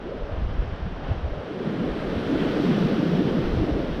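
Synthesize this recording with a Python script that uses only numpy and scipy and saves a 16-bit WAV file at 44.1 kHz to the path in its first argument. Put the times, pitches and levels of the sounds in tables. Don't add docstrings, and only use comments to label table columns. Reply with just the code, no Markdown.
import sys
import numpy as np
from scipy import signal
from scipy.fft import rfft, irfft
from scipy.io import wavfile
from scipy.ndimage import uniform_filter1d

SR = 44100
rng = np.random.default_rng(int(sys.argv[2]) if len(sys.argv) > 2 else 0)


def transcribe(signal):
    frames = np.atleast_2d(signal).T
    limited = np.clip(frames, -1, 1)
    pcm = np.round(limited * 32767).astype(np.int16)
    wavfile.write(sys.argv[1], SR, pcm)


N = 176400
T = np.arange(N) / SR


def amp(db):
    return 10 ** (np.asarray(db) / 20)


def unit(x):
    return x / np.sqrt(np.mean(x ** 2) + 1e-20)


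def curve(points):
    return np.interp(T, *np.transpose(points))


def colour(x, spectrum):
    hz, db = np.transpose(spectrum)
    gain_db = np.interp(np.log(np.fft.rfftfreq(N, 1 / SR) + 1), np.log(hz), db)
    return unit(irfft(rfft(x) * amp(gain_db), N))


def wander(rate_hz):
    lowpass = np.exp(-(np.fft.rfftfreq(N, 1 / SR) / rate_hz) ** 2)
    return unit(irfft(rfft(rng.standard_normal(N)) * lowpass, N))


def churn(depth_db, bins, frames):
    framing = dict(nperseg=512, noverlap=384)
    spectra = signal.stft(rng.standard_normal(N), **framing)[2]
    patches = uniform_filter1d(rng.standard_normal(spectra.shape), bins, axis=0)
    patches = unit(uniform_filter1d(patches, frames, axis=1))
    return signal.istft(spectra * amp(depth_db * patches), **framing)[1][:N]


def resonate(x, hz, width_hz):
    carrier = np.exp(2j * np.pi * np.cumsum(hz) / SR)
    pole = np.exp(-np.pi * width_hz / SR)
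    baseband = signal.lfilter([(1 - pole) ** 2], [1, -2 * pole, pole * pole], x / carrier)
    return unit((carrier * baseband).real)


def tone_bursts(rows, wobble):
    out = np.zeros(N)
    for centre, length, hz, glide, db in rows:
        octaves = glide * np.clip(T - centre, -length, length)
        cycles = np.cumsum(hz * 2 ** octaves * np.exp(wobble * wander(rate_hz=69.4))) / SR
        envelope = amp(db) * np.exp(-(2 * (T - centre) / length) ** 2)
        out += envelope * np.sin(2 * np.pi * cycles)
    return out


# frequency_hz, level_db
SURF_SPECTRUM = [(20, -20), (150, 0), (300, 0), (650, -1.5), (950, -8), (1450, -9), (2350, -18),
                 (3100, -17.5), (4500, -28.5), (5700, -32.5), (7000, -50), (9500, -54), (12500, -59),
                 (14000, -78)]
# time_s, level_db
SURF_LEVEL = [(0, -40), (.5, -37.5), (1.0, -38), (1.09, -35), (1.25, -38), (1.45, -38), (1.7, -36),
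              (4, -36)]


def surf():
    envelope = amp(curve(SURF_LEVEL) + 0.3 * wander(rate_hz=17))
    return envelope * colour(churn(depth_db=0.1, bins=7, frames=25), SURF_SPECTRUM)


# start_s, length_s, first_hz, last_hz, level_db
AIR_PUFFS = [(0, 0.19, 300, 483, -36), (0.13, 0.29, 390, 603, -39), (.92, 0.39, 860, 680, -45),
             (1.2, 0.44, 596, 360, -37), (3.545, .42, 657, 534, -37.5)]


def sighs():
    out = np.zeros(N)
    for start, length, first_hz, last_hz, db in AIR_PUFFS:
        progress = np.clip((T - start) / length, 0, 1)
        hz = first_hz + (last_hz - first_hz) * progress
        envelope = amp(db) * np.sqrt(abs(np.sin(np.pi * progress)))
        out += envelope * resonate(rng.standard_normal(N), hz, width_hz=270)
    return out


# frequency_hz, level_db
WIND_SPECTRUM = [(5, -10), (22, 1), (34, 2), (60, -0.5), (100, -5), (170, -11), (300, -21.5), (800, -47),
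                 (3000, -88.5)]
# time_s, level_db
WIND_LEVEL = [(0, -44), (.23, -34.5), (.42, -29), (.55, -29.5), (.7, -32.5), (.84, -34), (.92, -32),
              (1.2, -33), (1.39, -36), (1.47, -51), (1.8, -49), (1.9, -42), (2.03, -38), (2.18, -38.5),
              (2.6, -39.5), (2.82, -38.5), (3.1, -48.5), (3.4, -35), (3.56, -25.5), (3.68, -35.5),
              (3.85, -31), (4, -36)]
# centre_s, length_s, pitch_hz, glide_octaves_per_s, peak_db
EDDIES = [(.331, .024, 84.1, -7.5, -23), (.49, 0.008, 70.4, -1.5, -24), (.597, 0.041, 42.2, 1, -15.5),
          (.686, 0.023, 70, 0.5, -24.5), (.832, 0.028, 50, 0, -23.5), (.868, 0.033, 159.5, 26, -25.5),
          (1.091, 0.011, 202, -21, -25), (1.115, 0.028, 74, -1, -16.5), (1.23, 0.018, 64.3, 1.5, -24),
          (1.257, 0.045, 91, -0.5, -19), (1.91, 0.032, 39.7, 4, -25), (2.17, .021, 76, 1, -24.5),
          (3.535, 0.026, 55, 1, -21), (3.573, 0.063, 122, -29, -21), (3.727, 0.025, 57.2, -22, -19.5)]


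def wind():
    envelope = amp(curve(WIND_LEVEL) + 2.4 * wander(rate_hz=23))
    rumble = envelope * colour(rng.standard_normal(N), WIND_SPECTRUM)
    return rumble + tone_bursts(EDDIES, wobble=0.18)


# centre_s, length_s, pitch_hz, glide_octaves_per_s, peak_db
AIR_SLUGS = [(.08, 0.07, 376.2, 5.5, -35.5), (.124, 0.0138, 570, 8, -25.5), (.21, 0.055, 440, 3, -34),
             (.224, 0.0089, 540, -0.5, -29.5), (1.51, .025, 359.4, -13, -27.5),
             (1.605, 0.024, 410, -0.5, -27.5), (1.68, 0.029, 190.1, 5, -27), (1.735, .05, 180, 0.5, -27.5),
             (1.81, .05, 212, 12, -23), (2.04, 0.029, 171, 2, -27.5), (2.125, 0.17, 172, 0, -29.5),
             (2.335, .09, 261.5, 2, -22.5), (2.463, 0.028, 280, -12, -20), (2.58, .08, 303, -2, -20.5),
             (2.667, 0.035, 188, -5, -18), (2.703, .05, 224, -14.5, -15.5), (2.76, .025, 202, -8.5, -19),
             (2.82, .05, 182.4, -13, -17), (2.857, 0.03, 220, 18.5, -16), (2.945, .05, 219, 5.5, -20.5),
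             (2.985, 0.024, 315, 6.5, -18.5), (3.0, .04, 176.8, -4.5, -22.5),
             (3.033, .05, 275.6, 11.5, -20), (3.115, .1, 165.1, -1, -20.5), (3.19, 0.036, 175, -6, -19),
             (3.212, .018, 277.2, 17, -14), (3.26, 0.036, 161.3, -1.5, -22), (3.37, .07, 188.4, -15, -21),
             (3.47, 0.031, 279, 4, -23.5), (3.62, .06, 332, 1, -21), (3.698, .025, 300, -10.5, -19)]


def gulps():
    return tone_bursts(AIR_SLUGS, wobble=0.1)


# start_s, peak_db
NEAR_DROPS = [(.678, -59), (.69, -58), (.761, -58), (1.112, -63)]
# frequency_hz, level_db
TICK_SPECTRUM = [(1000, -25), (5500, 4), (7000, -9), (10000, -30), (15000, -40)]


def ticks(decay_s=0.0045):
    envelope = sum(amp(db) * (T >= start) * np.exp(-abs(T - start) / decay_s) for start, db in NEAR_DROPS)
    return envelope * colour(rng.standard_normal(N), TICK_SPECTRUM)


# frequency_hz, level_db
THROAT_SPECTRUM = [(20, -32), (90, -9.5), (122, -3), (150, 2.5), (330, 3), (490, 0.5), (690, -11.5),
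                   (860, -28.5), (1500, -41), (4000, -70.5)]
# time_s, level_db
RUSH_LEVEL = [(1.25, -51.5), (1.46, -43), (1.6, -30.5), (1.8, -33.5), (1.89, -26), (1.92, -32), (2.02, -29),
              (2.27, -28.5), (2.42, -25.5), (2.7, -26.5), (3.0, -26.5), (3.25, -26.5), (3.45, -28),
              (3.56, -30.5), (3.68, -27), (3.8, -28), (3.92, -36.5), (4, -33.5)]
# time_s, pitch_hz
CAVITY_PITCH = [(1.4, 416), (1.57, 322), (1.67, 207), (1.82, 230), (1.89, 257), (2.04, 167), (2.15, 179),
                (2.3, 267), (2.58, 294), (2.72, 206), (3.0, 204), (3.13, 182), (3.27, 232), (3.5, 206),
                (3.65, 291), (4, 175)]
# time_s, level_db
CAVITY_LEVEL = [(1.4, -66), (1.6, -35.5), (1.68, -30.5), (1.76, -28), (1.89, -35.5), (1.92, -61),
                (2.1, -41), (2.27, -32), (2.3, -28.5), (2.62, -28.5), (2.85, -28.5), (3.2, -27.5),
                (3.4, -28), (3.65, -39.5), (4, -31.5)]


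def roar():
    rush = colour(churn(depth_db=-0.45, bins=2, frames=7), THROAT_SPECTRUM)
    hz = curve(CAVITY_PITCH) * np.exp(0.065 * wander(rate_hz=27))
    turbulence = colour(rng.standard_normal(N), THROAT_SPECTRUM)
    ringing = resonate(turbulence, hz, width_hz=187)
    return amp(curve(RUSH_LEVEL)) * rush + amp(curve(CAVITY_LEVEL)) * ringing


# frequency_hz, level_db
SPRAY_SPECTRUM = [(100, -13), (600, 4.5), (1000, -1.5), (1500, 0), (2350, -7), (3200, -5.5), (4500, -15.5),
                  (5700, -24.5), (7000, -33), (9500, -34.5), (11000, -43.5), (12600, -36.5), (15000, -49)]
# time_s, level_db
PLUME_LEVEL = [(1.2, -61), (1.5, -48), (1.62, -47), (1.7, -43.5), (1.88, -42.5), (2.15, -39), (2.4, -35.5),
               (2.62, -36), (2.85, -36.5), (3.02, -39.5), (3.4, -39.5), (3.65, -41.5), (4, -45)]


def spray():
    hiss = colour(churn(depth_db=1.02, bins=9, frames=16), SPRAY_SPECTRUM)
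    return hiss * amp(curve(PLUME_LEVEL) + 0.51 * wander(rate_hz=13))


# frequency_hz, level_db
DROP_SPECTRUM = [(300, -20.5), (1200, -2), (2400, -3), (3300, 0.5), (4500, -5), (5800, -8.5), (7000, -31),
                 (9500, -35), (11000, -32.5), (12600, -24), (15000, -35.5)]
# time_s, level_db
PATTER_LEVEL = [(0, -80), (1.5, -76.5), (2.0, -61), (2.7, -46), (3.5, -50.5), (4, -54)]


def patter(drops_per_s=1700, spread_db=0.5):
    sizes = amp(spread_db * np.minimum(rng.exponential(1, N), 5))
    signs = rng.choice([-1, 1], N)
    landings = rng.random(N) < drops_per_s / SR
    return amp(curve(PATTER_LEVEL)) * colour(sizes * signs * landings, DROP_SPECTRUM)


def scene():
    return (surf() + sighs() + roar() + gulps() + spray() + patter() + wind() + ticks())[None]


def record(dry, cutoff_hz=15000):
    lowpass = signal.firwin(511, cutoff_hz, window=("kaiser", 9), fs=SR)
    return signal.oaconvolve(dry, lowpass[None], "same")


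dry = scene()
out = record(dry)
transcribe(out)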